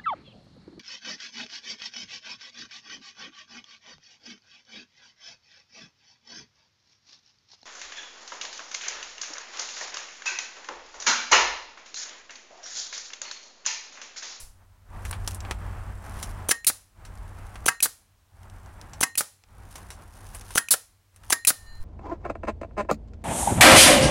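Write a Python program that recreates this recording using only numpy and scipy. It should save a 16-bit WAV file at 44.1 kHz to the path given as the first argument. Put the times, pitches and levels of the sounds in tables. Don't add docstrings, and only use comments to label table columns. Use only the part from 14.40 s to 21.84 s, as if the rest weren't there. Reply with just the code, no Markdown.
import sys
import numpy as np
from scipy import signal
from scipy.fft import rfft, irfft, next_fast_len
from scipy.io import wavfile

SR = 44100
rng = np.random.default_rng(int(sys.argv[2]) if len(sys.argv) > 2 else 0)


def file_out(sig):
    cols = np.atleast_2d(sig).T
    lim = np.clip(cols, -1, 1)
    pcm = np.round(lim * 32767).astype(np.int16)
    wavfile.write(sys.argv[1], SR, pcm)


N = 328104
TIME = np.arange(N) / SR
AGE = np.arange(SR // 2) / SR

# (time [s], traffic level [dB], engine and rumble level [dB])
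FAR_LEVELS = [(.7, -45, -31), (2.0, -46, -35.5), (3.0, -50, -38.5), (4.3, -52, -43), (5.8, -53.5, -44.5),
              (7.3, -57, -43.5)]
# (frequency [Hz], density [dB per Hz])
STREET_COLOUR = [(76, -28), (130, 5), (202, -3.5), (285, -5.5), (410, -6.5), (444, -9), (765, -3),
                 (935, -3), (1640, -8.5), (3990, -28), (8070, -32), (9670, -32), (16000, -37.5)]
# (frequency [Hz], density [dB per Hz])
RUMBLE_COLOUR = [(12, -37.5), (20, -7.5), (38, 4.5), (97, -4), (109, -4), (130, -30), (160, -18.5),
                 (210, -37.5), (350, -120)]
# (frequency [Hz], density [dB per Hz])
HISS_COLOUR = [(59, -19.5), (100, 4), (119, -17), (350, -25.5), (854, -26), (991, -24.5), (16000, -34.5)]
# (frequency [Hz], level [dB], waver as a share of the frequency [1])
ENGINE_TONES = [(92.9, -1.5, .018), (59.2, -8.5, 0.043), (205, -18, 0.0066)]
# (lower edge [Hz], upper edge [Hz], level [dB])
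WHINE_BANDS = [(7480, 7720, -27), (8520, 8620, -27)]
LULL_DB, SINK_S, SWELL_S = -23, 0.0088, 0.072
FIRST_LULL_ENDS_S = 0.45

# (frequency [Hz], density [dB per Hz])
BLEED_COLOUR = [(500, -12.5), (3000, -12.5), (5500, -6), (6800, -6.5), (7700, -4.5), (8400, -12),
                (9600, -0.5), (11500, -10), (15500, -19.5)]
# (frequency [Hz], density [dB per Hz])
YARD_COLOUR = [(100, 7.0), (600, 6.5), (2000, 0.5), (5000, 0.5), (10000, -1), (16000, -4)]
# (time of the peak [s], level [dB], time from peak to 1/e [s])
LOW_SWELLS = [(.03, -44, .11), (7.38, -33, .11)]
# (frequency [Hz], density [dB per Hz])
LOW_SWELL_COLOUR = [(5, 0), (15, -6), (35, -14), (70, -26), (150, -42), (400, -62), (5000, -100)]

# (time [s], wooden level [dB], metal tick level [dB], scuff level [dB], fade to 1/e [s])
KNOCK_EVENTS = [(0.6515, -38, -45, -44.5, 0.015), (0.7109, -32.5, -40, -31, 0.0037),
                (0.7287, -35, -62, -47, 0.016), (0.8764, -32.5, -28.5, -32, 0.0065),
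                (0.9468, -57, -52, -38, 0.0099), (1.0049, -56, -40, -62, 0.005),
                (1.05, -39, -71, -68, .0071), (1.1106, -26.5, -38, -42.5, 0.0078),
                (1.828, -39, -35, -36, 0.012), (2.651, -50, -51, -55, 0.017),
                (3.1564, -42, -52.5, -54.5, 0.0095), (4.414, -48.5, -42.5, -56, 0.0033),
                (4.5342, -49, -45, -56, 0.011), (5.0377, -54, -59, -80, .0042),
                (5.3561, -43, -43.5, -44, 0.012), (5.5043, -47, -44.5, -47, 0.022),
                (5.9479, -44, -62, -38.5, .014), (6.0111, -48.5, -51, -66, .012),
                (6.1063, -42, -51.5, -43.5, 0.015), (6.7616, -61, -55, -53.5, 0.006),
                (6.8364, -51, -70, -78, .0078)]
# (frequency [Hz], density [dB per Hz])
KNOCK_SPECTRA = [
    [(200, -6.5), (600, -4.5), (950, 1.5), (1500, -1.5), (2300, -3), (4000, -10.5), (15000, -37)],
    [(1500, -24), (2800, -7), (3500, -9), (4100, -6.5), (4900, -10), (5600, 0), (6300, -4.5), (6900, -9),
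     (7500, -2), (8600, -19), (15000, -25)],
    [(3000, -29), (7500, -8.5), (9600, 3.5), (11500, -7.5), (15500, -17.5)],
]
# (time of the peak [s], level [dB], fade to 1/e [s])
RUB_STROKES = [(.69, -48.5, 0.031), (.9, -43, 0.023), (1.66, -59.5, 0.055), (1.82, -47, 0.057),
               (3.12, -66, 0.093), (5.39, -55.5, 0.078), (5.94, -51, .09), (6.13, -50, 0.035),
               (7.0, -44.5, 0.067)]
RUB_REST_DB = -67.5
# (frequency [Hz], density [dB per Hz])
RUSTLE_COLOUR = [(1470, -37), (2500, -7), (4730, -6.5), (6060, -4), (8270, -8), (9360, 0), (16000, -17)]
TICK_COUNT, TICK_SPREAD_DB, TICK_FADE_S = 30, 4, 0.0042
# (wooden level [dB], metal level [dB], scuff level [dB])
TICK_LEVELS = (-58, -57, -59)
# (frequency [Hz], level [dB], decay by 60 dB [s])
BOARD_MODES = [(231.8, -22, 0.029), (414, -19.5, 0.018), (690, -18, 0.036), (794, -14, 0.033),
               (950, -20.5, .1), (1135, -18.5, 0.11), (1300, -8.5, 0.046), (1605, 3, 0.024),
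               (1755, -1, .025), (2030, 2.5, 0.024), (2080, -7, 0.0092), (2548, -5.5, 0.027),
               (2890, -5.5, 0.023)]

# (time [s], air level [dB], crack level [dB], wood level [dB], note of that spot on the boards [Hz],
# note level [dB], steel level [dB], driver's ping level [dB], end of the lull after the strike [s])
SHOT_EVENTS = [(2.1096, -21, -13.5, -16.5, 1695, -20.5, -33, -41.5, 0.43),
               (3.2810, -20.5, -14.5, -7.5, 1268, -17.5, -33, -40, 0.61),
               (4.6294, -22, -15, -14, 1587, -18.5, -34.5, -51.5, 0.41),
               (6.1751, -23, -13, -15, 1417, -18.5, -35, -26.5, 0.53),
               (6.923, -23.5, -12, -15.5, 1750, -21, -33, -26.5, 0.2)]
INRUSH_AT_S, VALVE_AT_S, HOME_AT_S = -.0233, -.0183, .0036
# (frequency [Hz], density [dB per Hz])
INRUSH_COLOUR = [(150, -21.5), (900, -29), (1400, -25), (2000, -22), (2900, -12.5), (4300, -14),
                 (5300, -16), (6200, 1.5), (6900, -16), (7700, -11), (8400, -12), (9600, 0), (11500, -12.5),
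                 (15500, -17.5)]
# (frequency [Hz], density [dB per Hz])
VALVE_COLOUR = [(80, -3.5), (300, 2.5), (900, 4), (1800, -10.5), (2900, -5), (4500, -15.5), (9500, 2),
                (15000, -13.5)]
# (frequency [Hz], density [dB per Hz])
CRACK_COLOUR = [(80, -11.5), (300, -3), (800, -6), (1700, 4), (3000, -3.5), (4500, 0), (6000, 3),
                (6600, -1.5), (7700, 6.5), (8400, -8), (9400, 9), (11500, -5), (15500, -7.5)]
# (frequency [Hz], level [dB], decay by 60 dB [s])
BODY_NOTE_MODES = [(1852, 3, .27), (1886, -4, .18)]
# (frequency [Hz], level [dB], decay by 60 dB [s])
STEEL_MODES = [(4110, -21.5, 0.8), (6440, -10.5, 0.18), (7100, -16.5, .4), (7144, -10, 0.14),
               (9450, -7, .1)]
# (frequency [Hz], level [dB], decay by 60 dB [s])
DRIVER_MODES = [(10600, 0.5, 0.14), (14700, -4, .08)]

# (time [s], trigger click level [dB], blast level [dB], blast fade to 1/e [s], piston level [dB])
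RELEASE_EVENTS = [(2.2666, -27, -9, 0.02, -24), (3.4248, -27, -11, 0.023, -21),
                  (4.7750, -29.5, -14, 0.02, -19), (6.3068, -29, -8.5, 0.028, -17.5),
                  (7.0705, -21.5, -7, 0.024, -18.5)]
TRIGGER_AT_S, PISTON_AT_S, BOUNCE_AT_S = -.0208, .0327, .036
# (frequency [Hz], density [dB per Hz])
TRIGGER_COLOUR = [(200, -25.5), (1000, -23.5), (1800, -7.5), (2500, -2.5), (3400, -14.5), (5000, -9.5),
                  (6500, -6.5), (7700, -6.5), (8500, -9), (9600, 0.5), (15000, -18.5)]
# (frequency [Hz], level [dB], decay by 60 dB [s])
TRIGGER_SEAT_MODES = [(2540, 0, .016), (2280, -6, .011), (2740, -10, .01)]
# (frequency [Hz], density [dB per Hz])
EXHAUST_COLOUR = [(100, -17), (500, -26.5), (1000, -21), (2600, -17.5), (3500, -14), (4100, -7),
                  (5000, -10.5), (6400, -10.5), (7700, -5), (8400, -10.5), (9400, 1.5), (11000, -6),
                  (15500, -12)]
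# (frequency [Hz], density [dB per Hz])
PISTON_COLOUR = [(80, -16), (300, -7.5), (750, -3.5), (1030, -12), (1400, 4.5), (1900, -5), (2600, -13),
                 (5000, -10), (9500, -6), (15000, -14)]

# (frequency [Hz], level [dB])
SPRING_TONES = [(1814, 1), (2907, -14.5), (4107, 0), (4603, -10), (6961, -11)]
# (time [s], level [dB])
RING_SWELLS = [(6.93, -55), (7.075, -50.5), (7.26, -55)]
RING_RISE_S, RING_T60_S = 0.011, 0.83


def from_db(db):
    return 10 ** (np.asarray(db) / 20)


def rms_one(x):
    return x / np.sqrt(np.mean(x ** 2) + 1e-20)


def in_time(rows):
    s, *columns = np.transpose(rows)
    return [np.interp(TIME, s, column) for column in columns]


def add(track, s, sound):
    at = int(s * SR)
    track[at:at + len(sound)] += sound[:N - at]


def noise(colour, size):
    hz, db = np.transpose(colour)
    length = next_fast_len(size)
    bins_hz = np.fft.rfftfreq(length, 1 / SR) + 1
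    gain = from_db(np.interp(np.log(bins_hz), np.log(hz), db))
    gain = gain * np.minimum(bins_hz / hz[0], 1) ** 2
    white = rng.standard_normal(length)
    return rms_one(irfft(gain * rfft(white), length)[:size])


def drift(rate):
    return rms_one(np.interp(TIME * rate, np.arange(N), rng.standard_normal(N)))


def band(x, low_hz, high_hz):
    edges = [low_hz, min(high_hz, .45 * SR)]
    return signal.sosfilt(signal.butter(2, edges, "band", fs=SR, output="sos"), x)


def burst(colour, rise, fade):
    return noise(colour, len(AGE)) * (1 - np.exp(-AGE / rise)) * np.exp(-AGE / fade)


def shut(after, closing):
    return np.exp(-np.maximum(AGE - after, 0) / closing)


def ring(modes):
    total = 0
    for k, (hz, db, t60) in enumerate(modes):
        envelope = from_db(db + rng.normal() - 60 * AGE / t60)
        total = total + envelope * (-1) ** k * np.sin(2 * np.pi * hz * AGE)
    return total


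def swell(s, fade):
    return np.exp(-np.abs(TIME - s) / fade)


def low_until(end):
    return np.exp(-np.maximum(TIME - end, 0) / SWELL_S)


def lulls():
    sunk = low_until(FIRST_LULL_ENDS_S)
    for s, *_, lull in SHOT_EVENTS:
        sinking = 1 - np.exp(-np.maximum(TIME - s - INRUSH_AT_S, 0) / SINK_S)
        sunk = np.maximum(sunk, sinking * low_until(s + lull))
    return from_db(LULL_DB * sunk)


def engine():
    drone = 0
    for hz, db, waver in ENGINE_TONES:
        turns = hz * np.cumsum(1 + waver * drift(rate=16)) / SR
        drone = drone + from_db(db + 0.79 * drift(rate=22)) * np.sin(2 * np.pi * turns)
    return drone


def whines():
    return sum(from_db(db) * rms_one(band(rng.standard_normal(N), low_hz, high_hz))
               for low_hz, high_hz, db in WHINE_BANDS)


def outdoors():
    street_db, low_db = in_time(FAR_LEVELS)
    low = from_db(-4.0) * noise(RUMBLE_COLOUR, N) + from_db(-3) * engine()
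    street = from_db(1.8 * drift(rate=18)) * noise(STREET_COLOUR, N) + whines()
    far = from_db(street_db) * street + from_db(low_db) * low
    return lulls() * far + from_db(-65.5) * noise(HISS_COLOUR, N)


def earlier_air():
    out = np.zeros(N)
    add(out, 0, from_db(-41.5) * burst(BLEED_COLOUR, rise=0.00064, fade=.045))
    return out


def yard(x, echo_db, t60):
    tail = noise(YARD_COLOUR, len(AGE)) * from_db(-60 * AGE / t60) * (1 - np.exp(-AGE / 0.0053))
    tail = tail / np.sqrt(np.sum(tail ** 2))
    return from_db(echo_db) * signal.fftconvolve(x, tail)[:N]


def low_swells():
    level = sum(from_db(db) * np.exp(-((TIME - s) / half) ** 2) for s, db, half in LOW_SWELLS)
    return level * noise(LOW_SWELL_COLOUR, N)


def knock(levels_db, fade):
    snap = 1 + from_db(6.0) * np.exp(-AGE / 0.00051)
    rattle = sum(from_db(db + 0.5) * burst(colour, rise=0.000067, fade=max(fade, .001))
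                 for colour, db in zip(KNOCK_SPECTRA, levels_db))
    return snap * rattle + from_db(levels_db[0] - 9.5) * ring(BOARD_MODES)


def knocks():
    out = np.zeros(N)
    for s, *levels_db, fade in KNOCK_EVENTS:
        add(out, s, knock(levels_db, fade))
    return out


def rubbing():
    grain = rms_one(from_db(5 * np.minimum(drift(rate=330), 2.5)))
    strokes = from_db(RUB_REST_DB) + sum(from_db(db) * swell(s, fade) for s, db, fade in RUB_STROKES)
    return strokes * grain * noise(RUSTLE_COLOUR, N)


def ticks():
    out = np.zeros(N)
    for when, strength in rng.random((TICK_COUNT, 2)):
        gain = from_db(TICK_SPREAD_DB * (2 * strength - 1.5))
        add(out, when * TIME[-1], gain * knock(TICK_LEVELS, TICK_FADE_S))
    return out


def handling():
    return knocks() + lulls() * (rubbing() + ticks())


def shots():
    out = np.zeros(N)
    for s, air_db, crack_db, wood_db, note_hz, note_db, steel_db, ping_db, _ in SHOT_EVENTS:
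        inrush = burst(INRUSH_COLOUR, rise=0.00064, fade=0.046) * shut(-INRUSH_AT_S, closing=.004)
        add(out, s + INRUSH_AT_S, from_db(air_db - 2.0) * inrush)
        valve = burst(VALVE_COLOUR, rise=0.00025, fade=0.0028) * shut(0.0015, closing=0.001)
        add(out, s + VALVE_AT_S, from_db(air_db + 12.0) * valve)
        add(out, s, from_db(crack_db + 2) * burst(CRACK_COLOUR, rise=0.00068, fade=0.004))
        add(out, s, from_db(note_db + 4.5) * ring([(note_hz, 0, .014)]))
        home = s + HOME_AT_S
        add(out, home, from_db(crack_db + 7.0) * burst(CRACK_COLOUR, rise=0.00064, fade=0.0044))
        add(out, home, from_db(wood_db) * ring(BOARD_MODES))
        add(out, home, from_db(note_db) * ring([(note_hz, 0, .035)]))
        add(out, home, from_db(steel_db) * ring(BODY_NOTE_MODES + STEEL_MODES))
        add(out, home, from_db(ping_db) * ring(DRIVER_MODES))
    return out


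def releases():
    out = np.zeros(N)
    for s, click_db, blast_db, blast_fade, piston_db in RELEASE_EVENTS:
        click = burst(TRIGGER_COLOUR, rise=0.00033, fade=.0025) + ring(TRIGGER_SEAT_MODES)
        add(out, s + TRIGGER_AT_S, from_db(click_db + 3.5) * click)
        blast = burst(EXHAUST_COLOUR, rise=.0026, fade=blast_fade) * shut(.029, closing=.0055)
        add(out, s, from_db(blast_db + 0.5) * blast)
        add(out, s, from_db(-34) * burst(BLEED_COLOUR, rise=0.016, fade=0.052))
        stop = burst(PISTON_COLOUR, rise=.0002, fade=0.002)
        add(out, s + PISTON_AT_S, from_db(piston_db + 6.0) * stop)
        bounce = burst(PISTON_COLOUR, rise=0.00035, fade=0.0049)
        add(out, s + BOUNCE_AT_S, from_db(piston_db - 3.0) * bounce)
        add(out, s + PISTON_AT_S, from_db(piston_db - 34.5) * ring(BODY_NOTE_MODES + STEEL_MODES))
    return out


def spring():
    tones = sum(from_db(db + 1.45 * drift(rate=14)) * np.sin(2 * np.pi * hz * TIME)
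                for hz, db in SPRING_TONES)
    level = np.zeros(N)
    for s, db in RING_SWELLS:
        add(level, s, from_db(db - 60 * AGE / RING_T60_S) * (1 - np.exp(-AGE / RING_RISE_S)))
    return level * tones


def scene():
    tool = earlier_air() + handling() + shots() + releases()
    mix = tool + yard(tool, echo_db=-21, t60=0.2) + spring() + outdoors() + low_swells()
    return mix[None]


def record(dry):
    ceiling, cutoff_hz = .5, 16000
    squashed = ceiling * np.tanh(dry / ceiling)
    return signal.sosfiltfilt(signal.ellip(8, .1, 50, cutoff_hz, fs=SR, output="sos"), squashed)


dry = scene()
out = record(dry)
file_out(out)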